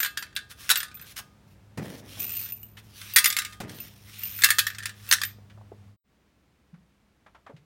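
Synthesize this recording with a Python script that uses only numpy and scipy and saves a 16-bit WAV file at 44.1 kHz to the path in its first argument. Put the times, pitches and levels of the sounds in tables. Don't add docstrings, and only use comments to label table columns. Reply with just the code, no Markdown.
import sys
import numpy as np
from scipy import signal
from scipy.fft import rfft, irfft, next_fast_len
from scipy.io import wavfile
from scipy.ndimage import uniform_filter1d, minimum_filter1d, map_coordinates

SR = 44100
rng = np.random.default_rng(int(sys.argv[2]) if len(sys.argv) > 2 else 0)


def bounce(signal):
    frames = np.transpose(np.atleast_2d(signal))
    limited = np.clip(frames, -1, 1)
    pcm = np.round(limited * 32767).astype(np.int16)
    wavfile.write(sys.argv[1], SR, pcm)


N = 337355
TOP_HZ = 16000


def amp(db):
    return 10 ** (np.asarray(db) / 20)


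def unit(x):
    return x / np.sqrt(np.mean(x ** 2) + 1e-20)


def along(points, hz):
    f, v = np.transpose(points)
    return np.interp(np.log(hz + 1), np.log(f + 1), v)


def fade(t, t60):
    return 1000.0 ** (-t / t60)


def filtered(x, response):
    size = next_fast_len(len(x) + SR // 4)
    hz = np.fft.rfftfreq(size, 1 / SR)
    return irfft(rfft(x, size) * response(hz), size)[:len(x)]


def noise(spectrum, size=N):
    return unit(filtered(rng.standard_normal(size), lambda hz: amp(along(spectrum, hz))))


def grains(rate, spread_db):
    present = rng.random(N) < rate / SR
    return present * rng.choice([-1, 1], N) * amp(spread_db * rng.standard_normal(N))


def add(track, s, sound):
    start = max(round(s * SR), 0)
    track[start:start + len(sound)] += sound[:max(len(track) - start, 0)]


def wobble(rate):
    knots = rng.standard_normal(int(N * rate / SR) + 4)
    return map_coordinates(knots, [np.arange(N) * rate / SR])


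def patchy(x, depth_db):
    z = signal.stft(x, nperseg=512)[2]
    field = uniform_filter1d(rng.standard_normal(z.shape), size=6, axis=0)
    field = uniform_filter1d(field, size=9, axis=1)
    return signal.istft(z * amp(depth_db * unit(field)), nperseg=512)[1][:N]


def ripple(hz, spacing_hz=170):
    return map_coordinates(rng.standard_normal(int(SR / spacing_hz)), [hz / spacing_hz])


def pushes(rows, rise, t60):
    t = np.arange(N) / SR
    total = np.zeros(N)
    for s, length, db in rows:
        speed_up = np.sin(np.pi / 2 * np.clip((t - s) / (rise * length), 0, 1))
        total += amp(db) * speed_up * fade(np.maximum(t - s - length, 0), t60)
    return total


def thuds(rows, octaves, t60, knock_db=-7, attack=0.0013):
    out, t = np.zeros(N), np.arange(SR // 3) / SR
    for s, db, pitch_hz in rows:
        def resonance(hz):
            return 1 / (1 + (np.log2((hz + 1) / pitch_hz) / octaves) ** 2 / 2) ** 3
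        body = unit(filtered(rng.standard_normal(len(t)), resonance))
        add(out, s, amp(db + knock_db) * body * fade(t, t60) * (1 - np.exp(-t / attack)))
    return out


# (multiple of the pitch, rms level at zero swell [dB], share of the swell followed)
FAN_HARMONICS = [(1, -52.5, 1), (2, -63, .4)]
# (time [s], level [dB])
DRONE_SWELL = [(0, -30.5), (2, -1.5), (3.6, -5), (4.7, 1.5), (5.95, 0.5), (6.05, -39)]
# (frequency [Hz], relative level [dB per Hz])
AIR_COLOUR = [(18, -22), (32, -8), (58, 16), (130, 13), (250, 4), (500, -2), (1000, -6.5), (2500, -12.5),
              (6000, -19.5), (15000, -28)]
# (frequency [Hz], relative level [dB per Hz])
CARRY_AIR_COLOUR = [(20, -30), (42, -13.5), (62, -2), (95, -10), (200, -9.5), (350, -16), (700, -22),
                    (2400, -27), (15000, -44.5)]
# (start [s], end [s])
SILENCE = (5.965, 6.04)
FAN_HZ = 101.2
AIR_DB, CARRY_AIR_DB = -57, -66


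def ventilation(waver_hz=2.2, waver_db=2.0):
    t = np.arange(N) / SR
    phase = 2 * np.pi * np.cumsum(FAN_HZ + waver_hz * wobble(13)) / SR
    swell_db = np.interp(t, *np.transpose(DRONE_SWELL))
    drone = np.zeros(N)
    for k, db, share in FAN_HARMONICS:
        level = amp(db + share * swell_db + waver_db * wobble(21))
        drone += level * np.sqrt(2) * np.sin(k * phase)
    range_air = amp(AIR_DB) * noise(AIR_COLOUR)
    carry_air = amp(CARRY_AIR_DB) * noise(CARRY_AIR_COLOUR)
    return drone + np.where(t < SILENCE[1], range_air, carry_air)


# (frequency [Hz], level [dB], t60 [s], relative pitch spread between tubes)
CASING_MODES = [(2650, -9, .04, .06), (8600, -11, .02, .22), (12520, -18, .1, .006), (13940, 0, .13, .005)]


def casing(t, tick_db):
    ring = np.zeros(len(t))
    for hz, db, t60, spread in CASING_MODES:
        gain = amp(db + rng.uniform(-2, 2))
        ring += gain * np.sin(2 * np.pi * hz * rng.normal(1, spread) * t) * fade(t, t60)
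    tick = noise([(1200, -31.0), (2600, -1.0), (4000, -3.5), (8500, 2.0), (15000, -3)], size=len(t))
    return ring + amp(tick_db) * tick * fade(t, .008)


# (time [s], relative level [dB])
SINGLE_CLINKS = [(.0024, -15), (.0278, -17.5), (0.1927, -31), (0.3527, -37), (.7733, -16), (.9437, -34.5),
                 (.952, -32), (1.014, -33.5), (2.2016, -17.5), (2.5218, -22), (2.6312, -30), (3.137, -20),
                 (3.2424, -14), (3.2762, -12), (3.8023, -24.5), (4.2348, -16.5), (4.6678, -27),
                 (5.0902, -21), (5.2505, -20)]
# (time [s], length of the shove [s], relative level [dB])
HEAP_SHOVES = [(2.185, 0.17, -32.5), (3.74, .05, -52.5), (4.17, .25, -37)]
SHOVE_RISE, ROLL_T60 = 0.14, 0.76


def casings(clink_db=-6, tumble_db=-3, count=1100):
    t = np.arange(SR // 6) / SR
    single, shower = np.zeros(N), np.zeros(N)
    push = pushes(HEAP_SHOVES, SHOVE_RISE, ROLL_T60)
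    for s, db in SINGLE_CLINKS:
        add(single, s, amp(db) * casing(t, tick_db=-5.5))
    times = (np.arange(count) + 2 * rng.random(count)) / 200
    sizes = amp(rng.normal(0, 4, count)) * push[(times * SR).astype(int)]
    moving = sizes > amp(-64)
    for s, size in zip(times[moving], sizes[moving]):
        add(shower, s, size * casing(t, tick_db=0.0))
    return amp(clink_db) * single + amp(tumble_db) * shower


# (time [s], relative level [dB])
BLADE_BLOWS = [(.0034, -14), (.0305, -11.5), (.0471, -13), (.0604, -16), (.1735, -13.5), (.2250, -19.5),
               (.3634, -13.5), (.3875, -30), (.692, -9.5), (.7015, -3), (.707, -5.5), (.7134, -5),
               (.7567, -10), (.7684, -17.5), (.803, -18.5), (.83, -19), (1.166, -31), (3.0145, -28),
               (3.1607, 6), (3.171, -5), (3.1841, -2), (3.243, -5), (3.2574, -2.5), (3.3014, -12.5),
               (3.3258, -14.5), (3.3663, -9.5), (3.387, -9.5), (3.4192, -21.5), (3.4488, -18),
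               (3.694, -28.5), (4.3881, -25), (4.42, -12.5), (4.4365, -1.5), (4.4431, 2), (4.46, -12.5),
               (4.4877, -15), (4.5042, -2), (4.5849, -4.5), (4.5905, -2), (4.6674, -12), (4.7015, -25),
               (4.7476, -28), (4.784, -21), (4.8255, -31), (4.8331, -26), (4.8561, -13.5), (4.8928, -25),
               (5.1124, -2), (5.1243, 0), (5.1344, -3), (5.2153, -13), (5.2345, -10.5)]
# (time [s], settling time [s], relative rattle level [dB], body pitch of the spot [Hz],
# treble setting of a 0 dB blow [dB], t60 of the damping by floor and broom [s])
CASING_LOADS = [(0, 0.41, -33.5, 1620, -5, 0.95), (.69, .38, -26.5, 1480, 2.5, 1.2),
                (3.161, .55, -26, 2090, 4, 3.4), (4.39, 0.61, -29.5, 1780, -0.5, 0.86),
                (5.11, .2, -27.5, 1800, -3, 0.28)]
SETTLE_DB = 15.5
BRIGHTENING = 0.76


def contacts(scatter_db=3, count=12):
    hits = list(BLADE_BLOWS)
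    for s, settle_s, db, *_ in CASING_LOADS:
        progress = (np.arange(count) + rng.random(count)) / count
        levels = db - SETTLE_DB * progress + scatter_db * rng.standard_normal(count)
        hits += zip(s + settle_s * progress, levels)
    starts = [load[0] for load in CASING_LOADS[1:]]
    for s, db in hits:
        load = CASING_LOADS[np.searchsorted(starts, s + .01)]
        *_, spot_hz, treble_db, damping_t60 = load
        yield s, db, treble_db + BRIGHTENING * db, spot_hz, damping_t60


# (frequency [Hz], relative level [dB], t60 before contact damping [s])
BLADE_MODES = [(1229, -15, 1.3), (1420, -6, 0.23), (1500, -12, 0.41), (1633, -4.5, 0.36), (1810, -7, .35),
               (1934, -5, 0.075), (2050, -10, 0.11), (2640, -8, 0.46), (3200, -13, 0.7), (3490, -13, .45),
               (3580, -9.5, 0.12), (4720, -14.5, 0.29), (6580, -15, 0.078), (8500, -14, .2),
               (9400, -9.5, .18), (11019, -13.5, 0.2)]
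# (frequency [Hz], relative level [dB per Hz])
STEEL_COLOUR = [(150, -41), (500, -29.5), (900, -20.5), (1250, -4.5), (1750, 2), (2900, -3), (3500, 1),
                (6000, -3), (11000, -4.5), (15500, -8.5)]


def blade(crack_db=-9, plate_db=-12.5, plate_t60=0.09, ring_db=-29, even_treble_db=-5, tilt=0.83,
          spot_db=7.0, spot_octaves=0.14, count=190):
    t = np.arange(SR * 2 // 3) / SR
    crowd_hz = (np.arange(count) + 1 + rng.random(count)) * TOP_HZ / count
    crowd_gain = unit(amp(along(STEEL_COLOUR, crowd_hz))) * np.sqrt(2 / count)
    clear_hz, clear_db, clear_t60 = np.transpose(BLADE_MODES)
    hz = np.r_[crowd_hz, clear_hz]
    gain = np.r_[amp(plate_db) * crowd_gain, amp(ring_db + clear_db)]
    t60 = np.r_[plate_t60 * (crowd_hz / 4000) ** -.15, clear_t60]
    modes = np.sin(2 * np.pi * hz[:, None] * t) * fade(t, t60[:, None])
    out = np.zeros(N)
    for s, db, treble_db, spot_hz, damping_t60 in contacts():
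        def colour(f):
            hardness = along([(2000, -0.25), (9000, 0.2), (14000, 0.59)], f)
            body = np.exp(-(np.log2((f + 1) / spot_hz) / spot_octaves) ** 2)
            return amp(tilt * (treble_db - even_treble_db) * hardness + spot_db * body)
        groups = unit(amp(4.5 * ripple(crowd_hz)))
        shape = np.r_[groups, np.ones(len(BLADE_MODES))] * rng.choice([-1, 1], len(hz))
        ring = (gain * colour(hz) * shape) @ modes
        burst = noise(STEEL_COLOUR, size=SR // 8)
        crack = filtered(burst, lambda f: colour(f) * np.interp(f, crowd_hz, groups))
        add(ring, 0, amp(crack_db) * crack * fade(t[:SR // 8], .027))
        onset = 1 - np.exp(-t / 0.0004)
        add(out, s, amp(db) * ring * fade(t, damping_t60) * onset)
    return out


# (time [s], length
# [s], relative level [dB])
FLOOR_STROKES = [(.497, .025, -50), (.57, .12, -48.5), (1.05, 0.074, -51), (1.16, 0.035, -38),
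                 (1.47, .07, -67.5), (1.8, .2, -50.5), (2.03, .47, -46), (2.765, .03, -56.5),
                 (2.82, .13, -60.5), (2.93, 0.32, -45.5), (3.67, 0.21, -50), (3.86, .17, -59.5),
                 (4.02, 0.49, -46.5), (4.94, 0.13, -55.5)]
# (frequency [Hz], relative level [dB per Hz])
BRISTLE_COLOUR = [(410, -43), (700, -34.5), (968, -18), (1190, -8), (1360, -10), (1650, -7.5), (1970, -7),
                  (3190, -3), (4770, -8), (5360, -4), (7800, -14.5), (8880, -10.5), (15500, -12)]
# (centre time [s], half-width [s], relative level [dB])
LIP_BRUSHES = [(0.515, .015, -47), (0.64, .06, -53), (1.068, 0.083, -62), (1.184, 0.016, -42.5),
               (2.792, 0.012, -57), (3.04, 0.031, -60), (3.509, 0.062, -58), (5.11, 0.069, -47.5)]
STROKE_RISE, STROKE_T60 = 0.3, 0.081


def bristles(floor_db=0, lip_db=3, sing_db=-3):
    tufts = unit(grains(9000, spread_db=3)) * amp(1.3 * wobble(70))
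    grit = amp(-7) * unit(grains(110, spread_db=4))
    hiss = filtered(tufts + grit, lambda hz: amp(along(BRISTLE_COLOUR, hz)))
    hiss = unit(patchy(hiss, depth_db=2.2))
    floor = hiss * pushes(FLOOR_STROKES, STROKE_RISE, STROKE_T60)

    t = np.arange(N) / SR
    pressure = sum(amp(db) * np.exp(-((t - s) / length) ** 2) for s, length, db in LIP_BRUSHES)
    flicks = unit(grains(2000, spread_db=4))
    scratch = unit(filtered(flicks, lambda hz: amp(along(STEEL_COLOUR, hz)))) * pressure
    short_t = t[:SR // 2]
    ring = np.zeros(len(short_t))
    for hz, db, t60 in BLADE_MODES:
        ring += amp(db) * np.sin(2 * np.pi * hz * short_t) * fade(short_t, t60 / 2)
    sing = signal.fftconvolve(flicks * pressure, ring / np.linalg.norm(ring))[:N]
    return amp(floor_db) * floor + amp(lip_db) * scratch + amp(sing_db) * sing


# (time [s], relative level [dB], pitch [Hz])
HANDLE_KNOCKS = [(.705, -22.5, 1145), (1.19, -36, 1137), (2.77, -36, 2100), (5.498, -44.5, 1890),
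                 (6.74, -50.5, 1190), (7.262, -40.5, 990), (7.347, -40.5, 950), (7.464, -36.5, 945),
                 (7.495, -35.5, 450), (7.564, -49, 2000)]
# (time [s], relative level [dB], pitch [Hz])
SHOE_SCUFFS = [(5.385, -40.5, 516), (5.575, -37.5, 680), (5.61, -40.5, 750), (5.718, -30, 520)]
# (time [s], relative level [dB], pitch [Hz])
SOFT_STEPS = [(6.73, -37.5, 166.8), (7.535, -37, 145)]


def knocks():
    handles = thuds(HANDLE_KNOCKS, octaves=1.3, t60=0.11)
    scuffs = thuds(SHOE_SCUFFS, octaves=0.76, t60=0.046)
    steps = thuds(SOFT_STEPS, octaves=0.29, t60=0.27)
    return handles + scuffs + steps


# (time [s], relative bump level [dB], relative drag level [dB], t60 of the drag [s])
WALL_BUMPS = [(1.774, -26.5, -34, 1.1), (2.17, -42.5, -49, 0.68), (3.602, -23, -36, 0.7)]
# (frequency [Hz], relative level [dB per Hz])
WALL_COLOUR = [(41, -49), (70, -21), (109, -3), (218, -4.5), (414, -11.5), (591, -13.5), (1330, -26.5),
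               (1930, -21.5), (4000, -44), (5200, -39), (8800, -120)]
BUMP_HZ = 202


def wall(drag_db=-1):
    t = np.arange(N) / SR
    judder = unit(filtered(grains(900, spread_db=3), lambda hz: amp(along(WALL_COLOUR, hz))))
    drag = sum(amp(db) * (t > s) * fade(np.abs(t - s), t60) for s, _, db, t60 in WALL_BUMPS)
    bumps = thuds([(s, db, BUMP_HZ) for s, db, *_ in WALL_BUMPS], octaves=3.7, t60=0.098)
    return amp(drag_db) * judder * drag + bumps


# (frequency [Hz], t60 [s])
ROOM_DECAY = [(150, 0.63), (1500, 0.22), (5000, 0.35), (14000, 0.2)]


def room(x):
    hz, t, z = signal.stft(rng.standard_normal(SR // 2), SR, nperseg=256)
    decay = fade(t, along(ROOM_DECAY, hz)[:, None])
    tail = signal.istft(z * decay, SR, nperseg=256)[1]
    echo = np.r_[np.zeros(SR // 200), tail / np.linalg.norm(tail)]
    return signal.fftconvolve(x, echo)[:N]


def scene():
    work = blade() + casings() + bristles() + wall() + knocks()
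    return (work + amp(-17) * room(work) + ventilation())[None]


def record(dry):
    t = np.arange(N) / SR
    outside_break = np.maximum(SILENCE[0] - t, t - SILENCE[1])
    gate = np.clip(outside_break / 0.088, 0, 1) ** 0.51
    needed = 1 / np.maximum(np.abs(dry[0]), 1)
    limiter = uniform_filter1d(minimum_filter1d(needed, size=129), size=129)
    return filtered(dry[0] * gate * limiter, lambda hz: hz < TOP_HZ)[None]


dry = scene()
out = record(dry)
bounce(out)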